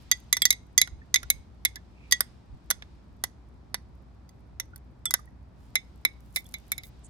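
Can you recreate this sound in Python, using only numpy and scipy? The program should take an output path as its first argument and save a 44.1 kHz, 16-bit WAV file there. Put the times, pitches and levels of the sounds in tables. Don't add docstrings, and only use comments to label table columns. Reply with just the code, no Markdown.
import sys
import numpy as np
from scipy import signal
from scipy.fft import rfft, irfft, next_fast_len
from scipy.io import wavfile
from scipy.ndimage import uniform_filter1d

SR = 44100
rng = np.random.default_rng(int(sys.argv[2]) if len(sys.argv) > 2 else 0)


def put_to_file(sound):
    columns = np.atleast_2d(sound).T
    safe = np.clip(columns, -1, 1)
    whole_steps = np.round(safe * 32767)
    wavfile.write(sys.argv[1], SR, whole_steps.astype(np.int16))


N = 313056
TIME = np.arange(N) / SR

# frequency_hz, correlation
CONTACT_LIKENESS = [(300, .7), (2000, .75), (4000, .5), (8000, .55), (9800, .98), (16000, .99)]
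# frequency_hz, correlation
AIR_LIKENESS = [(40, 0.25), (120, 0.97), (300, 0.4), (800, .2), (5000, 0.14), (10000, 0.23)]
# frequency_hz, density_db
RUBBING_SPECTRUM = [(4000, -10), (7000, -2), (10500, 0), (14300, -4), (15800, -16)]


def spoon_taps(rise_s=0.00049, chance_db=5.5, hardness_from_hz=3400, sizzle_t60=0.088):
    # start_s, strength_db, hardness_db_per_octave, corner (0 face, 1 corner),
    # depth (-1 rim, 0 wall, 1 base), ring_length_factor, unloading (0 stirring, 1 spoon out)
    touches = [(.114, -24.5, -1, 0.24, 0.18, 0.79, -0.24), (.327, -25.5, 1, 0.78, .3, 0.74, 0.069),
               (.368, -34, -1.5, 0, 0.48, 0.62, 0.17), (0.4189, -28, -1, 1, 0.18, 0.53, 0.029),
               (.453, -24.5, 0.1, 0, 0.24, .7, -0.33), (0.5049, -25.5, .5, 1, 0, 0.61, -0.13),
               (.5258, -39.5, -1.5, 1, .1, .85, -.1), (0.7779, -23.5, .5, 0.11, 0, .82, .25),
               (0.8147, -24.5, -0.2, 1, 0, .65, .2), (0.8739, -51.5, -4.5, 0.45, 0.93, 0.34, -0.53),
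               (1.1416, -24, -3, 0.11, 0.14, 0.74, -0.031), (1.1583, -26, -5, 1, 0.076, 0.59, 0.38),
               (1.2301, -50.5, -2, .2, 0.86, 0.21, -0.16), (1.3012, -28, 3, 0.67, -0.44, 0.52, 0.54),
               (1.65, -30.5, 1.5, 1, -0.42, 0.42, 0.34), (1.6547, -30.5, -5, 1, -0.33, 0.49, -0.13),
               (1.757, -48, -2, 0.35, 0.49, 0.66, -0.15), (2.1112, -43.5, 2, .15, 0.17, 0.96, -0.12),
               (2.1225, -22.5, -1.5, 0.11, -0.23, 0.81, -0.62), (2.2059, -33, 5, 0, 0.99, .7, -0.79),
               (2.7026, -31.5, 1.5, 0.62, 0.54, 0.59, -0.17), (2.7095, -33, 3, .5, 1, 0.6, -.3),
               (2.8224, -47.5, -16, 1, 0.68, .22, -0.05), (3.238, -35, 2, 0, 0.89, 0.51, -0.11),
               (3.743, -35.5, 0, .4, 0.83, 0.62, .2), (4.2912, -70, 1, 0, -0.021, .5, .2),
               (4.5985, -38, -0.6, 0, 0.47, 0.56, 0.2), (4.7595, -65, 8, .2, 1, 0.59, .15),
               (5.055, -41, 4, 0.6, 0.51, 0.61, 0.18), (5.1075, -38.5, 2, 0, 0.7, 0.61, 0.27),
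               (5.139, -29.5, 3.5, .6, 0.98, 0.59, .15), (5.7545, -27.5, -2.5, 0.25, -0.66, 0.81, 0.96),
               (6.05, -26.5, -3.5, 0, -.95, 0.5, 0.86), (6.36, -33.5, 0.7, 1, -0.43, .78, 0.99),
               (6.3687, -39.5, -2, 1, -1.34, 0.78, 0.78), (6.5397, -41.5, -3.5, 0.74, -0.63, 0.88, 0.97),
               (6.718, -36, 2.5, 0.18, -1, 0.57, 1), (6.7794, -45, 0.5, 0.46, -.65, 0.74, 0.75),
               (6.834, -54, -3.5, 0.89, -0.12, .95, 1)]
    # pitch_hz, t60_s, face_db, corner_db, base_db, rim_db, left_lead_rad
    glass_modes = [ (655, .022, -33.5, -31.5, -22.5, -16, 0.6), (1154, 0.03, -6, -9.5, -14, -22.5, -4.5),
                   (1497, 0.044, -17, -9.5, -5, -26, -1.5), (1993, 0.095, 7, -12.5, -11.5, -6, 1.41),
                   (2148, 0.096, -20, 3.5, -10, 1.5, 3.5), (3361, 0.074, -1.5, -17, -18.5, -22.5, -1.54),
                   (3500, 0.083, -14.5, 0, -12.5, -14.5, -1.03), (3470, 0.096, -10.5, -9, -12, 4, -2.16),
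                   (3776, 0.059, -4.5, -6.5, -10.5, -3.5, 1.4), (3901, 0.059, -16.5, 5, -16, -1.5, -0.5),
                   (3690, 0.056, -7, -10, -15.5, -7, 1.5), (4470, 0.031, -18, -19.5, 2.5, -19.5, 0.7),
                   (4790, .048, 3, -17.5, -24.5, -22, 7), (4780, 0.019, -3, 0, -9.5, -9, 1.1),
                   (5100, 0.036, -14.5, -10.5, -12.5, 0.5, 0.3), (5150, 0.024, -9, -5.5, -3.5, -1, -3),
                   (5870, 0.054, -11.5, -9, 0, -9.5, 2.5), (6266, 0.037, -3.5, -13.5, -19.5, -14.5, 1.4),
                   (6352, 0.055, 4.5, -1.5, -14.5, -7, 2), (6790, .025, -2, -5, -10.5, -3.5, 0.9),
                   (8230, 0.024, -6, -14, -12.5, -7.5, -2.08), (8410, 0.027, -8.5, -6, -9.5, -8, -2),
                   (10070, 0.015, -10, -11, 8.5, 6.5, -1.05), (10620, 0.018, -9.5, 2, -1.5, 5.5, 3.5),
                   (11340, 0.0083, -2.5, -2.5, -14.5, 10.5, -0.36), (12500, .018, -1.5, -8, -14.5, -4, 0),
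                   (12560, .022, -4, -5.5, 9.5, -11.5, 0.3), (13500, 0.032, -6.5, -2.5, 2, -5, 0.04)]
    # frequency_hz, rise_share
    pitch_rise = [(4000, .039), (6000, .012)]
    edges_hz = [200, 1750, 2700, 4300, 7500, 11500, 16800]
    # face_db, corner_db, base_db, rim_db
    answers = [(-17.5, -21, 2.5, -9), (0, 2, -2, 6), (-2, 1.5, -4, -1), (7.5, 2, 0, -5),
               (-1.5, 0.5, 0, 1.5), (-6, -6, -5.5, -7)]
    # frequency_hz, density_db
    rattle_spectrum = [(200, -7), (400, -15), (700, -9), (1200, -5), (1900, 4.5), (2700, -6), (3600, 1),
                       (5500, 7), (7500, -4), (10500, 2), (13500, -3.5), (15500, -7), (17000, -15.5)]
    out, t = np.zeros((2, N)), TIME[:SR // 5]
    first_20_ms = SR // 50
    hz, t60, *places_db, lead = np.transpose(glass_modes)
    ports = abs(two_ports(hz)) * np.exp(.5j * lead * [[1], [-1]])
    bands = list(zip(edges_hz, edges_hz[1:]))
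    filters = [signal.butter(2, band, "band", fs=SR, output="sos") for band in bands]
    wide_rattle = noise(rattle_spectrum, CONTACT_LIKENESS, from_glass=True)
    rattles = [rms_one(signal.sosfilt(sos, wide_rattle)) for sos in filters]
    attack = 1 - np.exp(-(t / rise_s) ** 2)
    sizzle = from_db(-29.5 - 60 * t / sizzle_t60) * (1 - np.exp(-(t / 0.042) ** 2))
    for s, strength_db, hardness, corner, depth, length, unloading in touches:
        luck, phase = rng.standard_normal((2, len(hz)))
        mode_db = at_place(np.transpose(places_db), corner, depth) + chance_db * luck
        pitch = hz * (1 + at_hz(pitch_rise, hz) * unloading)
        fading = from_db(mode_db[:, None] - 60 * t / (t60[:, None] * length))
        rings = fading * np.exp(2j * np.pi * (pitch[:, None] * t + phase[:, None]))
        answers_db = at_place(answers, corner, depth)
        start, tap = rng.integers(N - len(t)), 0
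        for (low, high), sos, rattle, answer_db in zip(bands, filters, rattles, answers_db):
            inside, centre = (hz >= low) & (hz < high), np.sqrt(low * high)
            ring = (ports[:, inside] @ rings[inside]).real
            rattle_t60 = at_hz([(4000, .03), (12000, .022)], centre)
            rattle_db = at_hz([(4000, -7), (12000, -6.5)], centre) + np.clip(depth, 0, 1)
            clatter = rattle[:, start:start + len(t)] * (from_db(rattle_db - 60 * t / rattle_t60) + sizzle)
            sound = signal.sosfilt(sos, attack * (ring + clatter))
            level_db = strength_db + answer_db + hardness * max(0, np.log2(centre / hardness_from_hz))
            tap += from_db(level_db) * sound / np.sqrt(np.mean(sound[:, :first_20_ms] ** 2))
        add(out, s, tap)
    return out


def spoon_rebounds(rest_hz=3280, sag_s=.04, rise_s=.001):
    # start_s, starting_pitch_hz, level_db
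    rebounds = [(.419, 3360, -17.5), (5.055, 3574, -19.5)]
    # pitch_ratio, gain_db, t60_s
    partials = [(1, -2, .11), (1.46, -8, .035), (2.26, -0.5, 0.043)]
    out, t = np.zeros((2, N)), TIME[:SR // 4]
    for s, hz, db in rebounds:
        cycles = np.cumsum(rest_hz + (hz - rest_hz) * np.exp(-t / sag_s)) / SR
        for ratio, partial_db, t60 in partials:
            tone = np.exp(2j * np.pi * (ratio * cycles + rng.random())) * (1 - np.exp(-t / rise_s))
            stereo = (two_ports(np.array([ratio * hz])) * tone).real
            add(out, s, stereo * from_db(db + partial_db - 60 * t / t60))
    return out


def plips(t60=.04, glide_per_s=3.0, rise_s=0.0016):
    # start_s, pitch_hz, level_db
    bubbles = [(0.875, 1380, -38), (1.016, 1760, -42.5), (1.232, 1395, -33), (1.765, 1690, -32),
               (4.734, 1420, -39), (5.056, 1313, -28.5), (5.143, 1500, -26), (5.191, 1190, -38.5),
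               (5.275, 1875, -45.5), (6.455, 3350, -44)]
    out, t = np.zeros((2, N)), TIME[:SR // 10]
    for s, hz, db in bubbles:
        tone = np.exp(2j * np.pi * hz * (t + glide_per_s * t ** 2 / 2)) * (1 - np.exp(-t / rise_s))
        stereo = (two_ports(np.array([hz])) * tone).real
        add(out, s, stereo * from_db(db - 60 * t / t60))
    return out


def grazes(t60=0.015, gain_db=-9.0):
    # start_s, strength_db
    ticks = [(0.201, -44), (4.779, -47), (5.1966, -44), (5.2565, -48.5), (6.3265, -48.5), (6.444, -46),
             (6.49, -41), (6.5694, -58)]
    envelope, t = np.zeros((2, N)), TIME[:SR // 20]
    for s, db in ticks:
        add(envelope, s, from_db(db + gain_db - 60 * t / t60)[None])
    return envelope * noise(RUBBING_SPECTRUM, CONTACT_LIKENESS, from_glass=True)


def slides(grain_db=3.0):
    # middle_s, half_length_s, centre_hz, width_octaves, level_db
    strokes = [(2.043, 0.093, 2420, 0.14, -65.5), (5.641, 0.066, 6870, 0.79, -75.5),
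               (6.27, 0.062, 9000, 0.76, -78), (6.374, 0.023, 7700, 1, -49), (6.861, 0.023, 10900, 1, -55),
               (7.054, 0.013, 7870, 0.23, -51)]
    out, hz = 0, np.geomspace(1000, 16000, 40)
    for s, half_length, centre_hz, octaves, db in strokes:
        colour_db = np.maximum(-5 * (np.log2(hz / centre_hz) / octaves) ** 2, -70)
        envelope = np.exp(-((TIME - s) / half_length) ** 2) * from_db(db + grain_db * stick_slip())
        out += envelope * noise(list(zip(hz, colour_db)), CONTACT_LIKENESS, from_glass=True)
    return out


def hiss_and_rubbing(rub_gain_db=-4.0, grain_db=1.5):
    # time_s, level_db
    hiss_curve = [(0.0, -63.5), (0.41, -69.5), (0.61, -74), (1.14, -72), (1.3, -64.5), (1.5, -73.5),
                  (1.98, -71.5), (2.18, -64), (2.45, -73), (2.92, -70.5), (3.08, -74.5), (5.51, -77),
                  (5.69, -70.5), (6.39, -72.5), (6.6, -67), (7.1, -69.5)]
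    # time_s, strength_db
    rub_curve = [(0.0, -78.5), (0.35, -82.5), (0.93, -91), (1.24, -87.5), (2.02, -88), (2.21, -82.5),
                 (2.43, -90), (5.55, -89.5), (5.75, -82.5), (6.15, -84.5), (6.51, -68), (6.7, -80.5),
                 (6.86, -86), (7.1, -88)]
    # frequency_hz, density_db
    hiss_spectrum = [(1200, 0), (2400, 1), (3500, 2), (5000, 0.5), (6500, -6.5), (8500, -10),
                     (10500, -18.5), (15000, -29)]
    hiss_db = np.interp(TIME, *np.transpose(hiss_curve))
    rub_db = np.interp(TIME, *np.transpose(rub_curve))
    friction = from_db(rub_db + rub_gain_db + grain_db * stick_slip())
    hiss = from_db(hiss_db) * noise(hiss_spectrum, AIR_LIKENESS)
    rub = friction * noise(RUBBING_SPECTRUM, CONTACT_LIKENESS, from_glass=True)
    return hiss + rub + wet_crackle(rub_db)


def stick_slip():
    return rms_one(uniform_filter1d(rng.standard_normal(N), size=160))


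def wet_crackle(rub_db, peak_per_s=55.0, decay_s=.0015, gain_db=-0.5):
    rate = peak_per_s * from_db(0.66 * (rub_db - rub_db.max()))
    snaps = (rng.random(N) < rate / SR) * from_db(3 * np.minimum(rng.exponential(1, N), 4))
    bursts = signal.fftconvolve(snaps, np.exp(-TIME[:SR // 50] / decay_s))[:N]
    envelope = from_db(rub_db + gain_db) * rms_one(bursts)
    return envelope * noise(RUBBING_SPECTRUM, CONTACT_LIKENESS, from_glass=True)


def terrace_echoes(direct, early_db=-29.0, early_t60=.15, late_db=-35.5, late_t60=0.32, rise_s=0.01):
    # frequency_hz, density_db
    echo_spectrum = [(300, -5), (2000, 0.5), (5000, 1), (8000, 0.5), (12000, -17), (16000, -18.5)]
    t = TIME[:SR * 2 // 3]
    scatter, response = noise(echo_spectrum, AIR_LIKENESS), 0
    build_up = 1 - np.exp(-(t / rise_s) ** 2)
    for k, (db, t60) in enumerate([(early_db, early_t60), (late_db, late_t60)]):
        tail = scatter[:, k * len(t):(k + 1) * len(t)] * from_db(-60 * t / t60) * build_up
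        response += from_db(db) * rms_one(tail) / np.sqrt(len(t))
    return signal.fftconvolve(direct, response, axes=1)[:, :N]


def outdoors(rumble_db=-52.0):
    # frequency_hz, density_db
    rumble_spectrum = [(13, -60.5), (22, -29.5), (27, -27.5), (29, -18.5), (41, -11), (64, -5), (86, -6.5),
                       (147, -14), (228, -15.5), (325, -21), (389, -23), (464, -28), (875, -28),
                       (2130, -43), (2500, -43.5), (3250, -73.5), (5500, -120)]
    # pitch_hz, level_db
    harmonics = [(60, -54.5), (120, -66), (180, -70), (240, -74.5)]
    # middle_s, half_length_s, level_db
    puffs = [(.93, 0.016, -38.5), (0.975, 0.024, -42.5), (1.25, .025, -44), (1.36, 0.052, -41.5),
             (2.535, 0.027, -40.5)]
    # frequency_hz, density_db
    puff_spectrum = [(25, -10), (55, 2.5), (100, -8), (160, -23), (400, -40.5)]
    rumble = from_db(rumble_db) * noise(rumble_spectrum, AIR_LIKENESS)
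    hum = sum(np.sqrt(2) * from_db(db) * np.sin(2 * np.pi * (hz * TIME + rng.random()))
              for hz, db in harmonics)
    gusts = sum(from_db(db) * np.exp(-((TIME - s) / width) ** 2) for s, width, db in puffs)
    return rumble + hum + gusts * noise(puff_spectrum, AIR_LIKENESS)


def two_ports(hz):
    # frequency_hz, left_over_right_db
    balance = [(300, 0), (900, -8.5), (2000, -3), (3300, -3), (4000, -3), (4800, -14.5), (5700, -7),
               (6700, -4.5), (8200, -4.5), (9200, -3), (10000, -5), (12500, 0.5)]
    # frequency_hz, left_lead_rad
    lead = [(300, 0), (1000, -2.1), (2700, -2.4), (3400, -1.1), (5000, -1.2), (6500, -.8), (7800, -1.8),
            (9800, -1.2), (12500, -.4), (14000, 0)]
    left = from_db(at_hz(balance, hz) / 2) * np.exp(.5j * at_hz(lead, hz))
    pair = np.array([left, 1 / left])
    return pair / np.sqrt(np.mean(abs(pair) ** 2, axis=0))


def noise(spectrum, likeness, from_glass=False):
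    size = next_fast_len(N)
    hz = np.fft.rfftfreq(size, 1 / SR)
    mid, side = rfft(rng.standard_normal((2, size)))
    alike = at_hz(likeness, hz)
    pair = np.sqrt(1 + alike) * mid + np.sqrt(1 - alike) * side * [[1], [-1]]
    if from_glass:
        pair = pair * two_ports(hz)
    low, high = spectrum[0][0], spectrum[-1][0]
    skirts = np.minimum(1, hz / low) ** 2 / np.maximum(1, hz / high) ** 2
    return rms_one(irfft(pair * skirts * from_db(at_hz(spectrum, hz)))[:, :N])


def at_place(table_db, corner, depth):
    corner, base, rim = np.clip([corner, depth, -depth], 0, 1)
    wall = 1 - base - rim
    return np.asarray(table_db) @ [wall * (1 - corner), wall * corner, base, rim]


def at_hz(points, hz):
    f, value = np.transpose(points)
    return np.interp(np.log(np.maximum(hz, 1)), np.log(f), value)


def from_db(db):
    return 10 ** (np.asarray(db) / 20)


def rms_one(x):
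    return x / np.sqrt(np.mean(x ** 2) + 1e-20)


def add(track, s, sound):
    start = int(round(s * SR))
    part = sound[:, :max(0, N - start)]
    track[:, start:start + part.shape[1]] += part


def scene():
    glass = spoon_taps() + spoon_rebounds() + plips() + grazes() + slides()
    return glass + terrace_echoes(glass) + hiss_and_rubbing() + outdoors()


def record(dry):
    cutoff_hz = 16850
    low_pass = signal.ellip(10, .1, 80, cutoff_hz, fs=SR, output="sos")
    return signal.sosfilt(low_pass, np.clip(dry, -1, 1))


dry = scene()
out = record(dry)
put_to_file(out)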